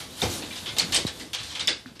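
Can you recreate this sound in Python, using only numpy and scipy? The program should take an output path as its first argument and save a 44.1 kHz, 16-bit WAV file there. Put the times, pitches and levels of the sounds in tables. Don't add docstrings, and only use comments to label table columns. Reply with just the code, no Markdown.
import sys
import numpy as np
from scipy import signal
from scipy.io import wavfile
from scipy.ndimage import uniform_filter1d

SR = 44100
rng = np.random.default_rng(int(sys.argv[2]) if len(sys.argv) > 2 else 0)


def volts(x):
    e = np.asarray(x, float) / 20
    return 10 ** e


def wav_record(signal):
    frames = np.transpose(np.atleast_2d(signal))
    bounded = np.clip(frames, -1, 1)
    quanta = np.round(bounded * 32767).astype(np.int16)
    wavfile.write(sys.argv[1], SR, quanta)


N = 88200
TIME = np.arange(N) / SR

SCRAPE_STARTS = [0, .217, .30, .42, .503, .557, .656, .764, .783, .795, .921, .945, 1.066, 1.196, 1.331,
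                 1.384, 1.43, 1.51, 1.55, 1.594, 1.673, 1.86, 1.953, 1.992]
# level/dB, ring f/Hz, hold t/s, treble level/dB
CLAW_SCRAPES = [(-36, 2060, 0.003, -2.5), (-25, 2120, 0.02, 0.5), (-40, 4300, 0.083, 10.5),
                (-40.5, 3800, 0.012, -7.5), (-42.5, 3300, 0.029, -4), (-36, 3700, 0.023, 0),
                (-36.5, 3380, 0.045, -5), (-31, 3100, .008, -2), (-20, 5070, 0.0034, 6.5),
                (-28.5, 3900, 0.013, -3.5), (-22, 3150, 0.04, 1.5), (-25, 3700, 0.026, 5.5),
                (-28.5, 3950, 0.013, 1), (-37.5, 2000, 0.016, -0.5), (-27.5, 3200, 0.018, 0),
                (-37, 3700, 0.027, -2), (-39, 4200, 0.076, 2), (-41.5, 3400, 0.026, 0),
                (-33.5, 3230, 0.014, -4.5), (-30, 3800, 0.025, -1), (-21.5, 4760, 0.017, -0.5),
                (-50.5, 4000, 0.026, -2), (-50, 5200, 0.012, -3), (-42, 2500, .01, -3.5)]
# f/Hz, level/dB per Hz
CLAW_SPECTRUM = [(500, -11), (1300, -9.5), (2200, -5), (3500, -2), (4600, -2.5), (6300, -8.5), (8600, -13),
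                 (10500, -22.5), (15000, -30)]
# f/Hz, level/dB per Hz
STRAW_SPECTRUM = [(500, -7.5), (1400, -8), (2400, -9.5), (3700, -0.5), (5500, -7.5), (8700, -8.5),
                  (11000, -10.5), (15000, -20.5)]
# t/s, level/dB
STRAW_STIRRING = [(0, -34.5), (.08, -44.5), (.16, -40), (.21, -31.5), (.27, -33), (.34, -30.5), (.42, -40),
                  (.6, -38), (.76, -40.5), (.9, -37), (1.1, -46), (1.2, -39.5), (1.27, -47.5), (1.325, -50),
                  (1.36, -41.5), (1.45, -44.5), (1.6, -43), (1.75, -51), (1.85, -54.5), (2, -56)]
SNAP_STARTS = [.217, .508, .528, .691, .767, .784, .7955, .896, .9455, .946, 1.067, 1.348, 1.673, 1.678,
               1.6785, 1.704, 1.8598, 1.995, .7835, .797, .808, .818, .837, .855, .922, .927, .927, .961,
               .961, .969, .973, .975, 1.338, 1.3865, 1.5065, 1.551, 1.5942, 1.596, 1.596, 1.604, 1.608,
               1.606, 1.632, 1.673, 1.686, 1.679, 1.69, 1.73, .557]
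# peak level/dB, f/Hz, length t/s
STALK_SNAPS = [(-16, 3640, 0.0047), (-36, 2360, 0.019), (-36, 3900, 0.0089), (-27, 3350, 0.0037),
               (-27, 3600, 0.0084), (-18, 3800, 0.0054), (-13.5, 4360, .007), (-28, 5700, 0.00034),
               (-13.5, 8600, 0.0023), (-21.5, 3620, 0.014), (-24.5, 3900, 0.0061), (-20, 3280, 0.0026),
               (-17.5, 5300, 0.0043), (-26.5, 1900, 0.011), (-11.5, 3500, 0.0053), (-33, 1950, 0.012),
               (-31.5, 1590, 0.0015), (-39.5, 3150, 0.0063), (-22.5, 7700, 0.0029), (-24, 5900, .005),
               (-24.5, 2120, 0.0028), (-28, 5100, .006), (-31, 4400, 0.0072), (-33.5, 4400, 0.0055),
               (-26, 4340, .005), (-24.5, 2940, 0.0089), (-28, 7400, 0.0027), (-22, 8400, .008),
               (-19.5, 4700, 0.0043), (-22, 4500, .003), (-24, 8000, .004), (-26, 3800, .005),
               (-28, 3340, .005), (-30, 3200, .004), (-29, 3160, 0.0045), (-35, 3230, 0.0088),
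               (-25.5, 3130, 0.0044), (-26, 4100, 0.0046), (-36, 8100, .004), (-30, 5000, .004),
               (-24.5, 3700, .006), (-37, 7200, .006), (-38, 7800, 0.0017), (-24.5, 7100, 0.0027),
               (-15, 3700, 0.0025), (-22.5, 3000, 0.0052), (-26, 4800, .004), (-26, 3800, .004),
               (-35, 3300, .005)]
BUMP_STARTS = [.221, .224, .236, .28, .42, .6, .72, .763, .82, .88, .97, 1.2, 1.4, 1.59, 1.676, 1.859,
               1.955, .222, 1.73]
# level/dB, hold t/s, panel f/Hz
BODY_BUMPS = [(-32.5, 0.038, 740), (-36, 0.02, 355), (-34.5, 0.049, 96), (-39.5, .14, 284),
              (-40, 0.021, 376), (-52, 0.03, 190), (-45, 0.064, 51), (-37.5, 0.032, 485), (-36, 0.036, 170),
              (-43.5, 0.11, 41), (-34.5, 0.024, 390), (-41.5, 0.054, 270), (-43, 0.018, 79),
              (-48, 0.02, 146), (-40.5, 0.048, 330), (-50, 0.033, 196), (-53, 0.018, 270),
              (-30, 0.0089, 220), (-48.5, 0.018, 145)]
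KNOCK_STARTS = [.2225, .229, .237, .243, .424, .437, 1.8605, 1.917, .226, .229, .262, .297, .268, .27]
# peak level/dB, board f/Hz, t60 t/s
PAW_KNOCKS = [(-25, 760, 0.074), (-25, 416, 0.066), (-21, 490, 0.075), (-29.5, 95.6, 0.25), (-39, 350, .04),
              (-33, 323, 0.048), (-36.5, 250, 0.2), (-41, 230, 0.052), (-27.5, 810, .06), (-26.5, 180, .06),
              (-30.5, 330, 0.13), (-31, 350, 0.21), (-32, 500, 0.12), (-28, 103, 0.13)]
# t/s, level/dB
FLOOR_TREAD = [(0.0, -45.5), (0.19, -47), (0.37, -41.5), (0.58, -44.5), (0.73, -42.5), (0.9, -39.5),
               (1.32, -49.5), (1.58, -48.5), (1.65, -49), (2.0, -55)]
# f/Hz, level/dB per Hz
FLOOR_SPECTRUM = [(15, -59), (25, -6.5), (93, 4.5), (183, -6.5), (219, 4), (270, -2.5), (303, -1.5),
                  (525, -11), (1200, -15), (1560, -49), (2640, -120)]


def unit(x):
    return x / np.sqrt(np.mean(x ** 2))


def curve(rows):
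    return volts(np.interp(TIME, *np.array(rows).T))


def shade(rows, hz):
    table_hz, table_db = np.array(rows).T
    return np.interp(np.log(hz), np.log(table_hz), table_db)


def ring(x, hz, t60):
    r = np.exp(-np.log(1000) / (t60 * SR))
    resonator = [1, -2 * r * np.cos(2 * np.pi * hz / SR), r * r]
    return signal.lfilter([1, 0, -1], resonator, x) * np.sqrt((1 - r * r) / 2)


def swell(x, hz, t60):
    def twice(v):
        return ring(ring(v, hz, t60), hz, t60)
    return twice(x) / np.linalg.norm(twice(signal.unit_impulse(4096)))


def walk(rate):
    hold = int(SR / rate)
    levels = np.repeat(rng.standard_normal(N // hold + 1), hold)
    return uniform_filter1d(levels, hold)[:N]


def burst(start, hold, release, attack=0.0015):
    t = TIME - start
    return np.clip(t / attack, 0, 1) * np.exp(-np.clip(t - hold, 0, None) / release)


def slips(per_s=700, scatter_db=2.5):
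    chance, sign, size = rng.random((3, N))
    clicks = (chance < per_s / SR) * np.sign(sign - 0.5)
    return unit(clicks * volts(-scatter_db * np.log(size + 0.0033)))


def scrape_effort():
    release_s = 0.017
    return np.array([volts(db) * burst(start, hold, release_s)
                     for start, (db, _, hold, _) in zip(SCRAPE_STARTS, CLAW_SCRAPES)])


def claw_drive(hz, effort):
    ring_db, ring_octaves, treble_hz = 5.5, 0.11, 7120
    _, pitch_hz, _, treble_db = np.array(CLAW_SCRAPES).T
    peak_db = ring_db * np.exp(-(np.log2(hz / pitch_hz) / ring_octaves) ** 2)
    tilt_db = treble_db * np.tanh(2 * np.log2(hz / treble_hz) + 1)
    return volts(shade(CLAW_SPECTRUM, hz)) * slips() * (volts(peak_db + tilt_db) @ effort)


def claws_and_straw():
    effort, stirring = scrape_effort(), curve(STRAW_STIRRING)
    claws, straw = 0, 0
    for hz in 500 * 2 ** np.arange(0, 4.9, 1 / 10):
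        wide = np.sqrt(hz / 62000)
        t60 = 22 / hz
        claws = claws + wide * swell(claw_drive(hz, effort), hz, t60)
        grain = slips() + 0.78 * rng.standard_normal(N)
        patchy = volts(shade(STRAW_SPECTRUM, hz) + 2.2 * walk(24.93))
        straw = straw + wide * patchy * swell(grain * stirring, hz, t60)
    return claws + volts(-4.5) * straw


def ticks():
    tick_db, tick_s = -4, 0.0014
    touch = 0
    for start, (db, _, _, treble_db) in zip(SCRAPE_STARTS, CLAW_SCRAPES):
        touch = touch + volts(db + treble_db + tick_db) * burst(start, tick_s, tick_s)
    bright = signal.butter(1, [2500, 11000], "band", fs=SR)
    return signal.lfilter(*bright, rng.standard_normal(N) * touch)


def snaps():
    out = 0
    for start, (db, hz, length) in zip(SNAP_STARTS, STALK_SNAPS):
        t = 3 * np.clip(TIME - start, 0, None) / length
        roughness = 1 + 1.5 * uniform_filter1d(rng.standard_normal(N), size=40)
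        tone = np.sin(2 * np.pi * hz * (TIME - start))
        out = out + volts(db) * t * np.exp(1 - t) * roughness * tone
    return out


def bumps():
    cycles, release_s = 5.1, 0.027
    out = 0
    for start, (db, hold, hz) in zip(BUMP_STARTS, BODY_BUMPS):
        push = rng.standard_normal(N) * burst(start, hold, release_s)
        thud = ring(push, hz, cycles / hz)
        out = out + volts(db) * signal.lfilter(*signal.butter(1, 2 * hz, fs=SR), thud)
    return out


def thump():
    start_s, level_db, pitch_hz, t60_s = 1.0505, -15, 87.5, 0.038
    t = np.clip(TIME - start_s, 0, None)
    sweep = 2 * np.pi * pitch_hz * (t + 0.0083 * (1 - np.exp(-t / 0.0019)))
    return volts(level_db) * np.sin(sweep) * np.exp(-np.log(1000) * t / t60_s)


def knocks():
    out = 0
    for start, (db, hz, t60) in zip(KNOCK_STARTS, PAW_KNOCKS):
        t = np.clip(TIME - start, 0, None)
        out = out + volts(db - 60 * t / t60) * np.sin(2 * np.pi * hz * t)
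    return out


def floor_rumble():
    out = 0
    for hz in 30 * 2 ** np.arange(0, 5.4, 1 / 3):
        gain = np.sqrt(hz) * volts(shade(FLOOR_SPECTRUM, hz) + 2.9 * walk(13.85))
        out = out + gain * unit(ring(rng.standard_normal(N), hz, 7.2 / hz))
    return volts(-0.3) * unit(out) * curve(FLOOR_TREAD)


def shed(x):
    t60_s, treble_t60_s, level_db = 0.3, 0.13, -6.5
    t = TIME[:SR // 2]
    noise = rng.standard_normal(len(t))
    low = signal.lfilter(*signal.butter(1, 4500, fs=SR), noise)
    tail = low * volts(-60 * t / t60_s) + (noise - low) * volts(-60 * t / treble_t60_s)
    tail = tail * np.clip(t / 0.012, 0, 1)
    return volts(level_db) * signal.fftconvolve(x, tail / np.sqrt(np.sum(tail ** 2)))[:N]


def scene():
    rustle = claws_and_straw()
    cracks = snaps()
    echo = shed(rustle + volts(-6.5) * cracks)
    wood = bumps() + thump() + knocks() + floor_rumble()
    return (rustle + cracks + echo + wood + ticks())[None]


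def thin_treble(x):
    masked_hz, masked_db, onset_rise_db, patchy_db, top_hz = 9000, -22, 9, 2.5, 15200
    hz, _, z = signal.stft(x, SR, nperseg=2048)
    hz = hz[:-1]
    power = np.abs(z[:1024]) ** 2
    bands = power.reshape(64, 16, -1).mean(axis=1)
    bands = bands * volts(2 * patchy_db * rng.standard_normal(bands.shape))
    bands = np.repeat(bands, 16, axis=0)
    middle = power[(hz > 2500) & (hz < 5000)].mean(axis=0)
    strong = bands > middle * volts(2 * masked_db)
    onset = middle > volts(2 * onset_rise_db) * np.roll(middle, 1)
    keep = (hz[:, None] < masked_hz) | strong | onset
    keep = keep & (hz[:, None] < top_hz)
    return signal.istft(z * np.vstack([keep, keep[-1:]]), SR, nperseg=2048)[1][:N]


def roll_off(x):
    return signal.sosfilt(signal.butter(12, 15270, fs=SR, output="sos"), x)


def record(dry):
    hiss = volts(-64.5) * signal.lfilter(*signal.butter(1, 9000, fs=SR), rng.standard_normal(N))
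    low_cut = signal.butter(4, 50, "high", fs=SR, output="sos")
    heard = signal.sosfilt(low_cut, dry[0] + hiss)
    mix = thin_treble(heard)[None]
    return roll_off(mix)


dry = scene()
out = record(dry)
wav_record(out)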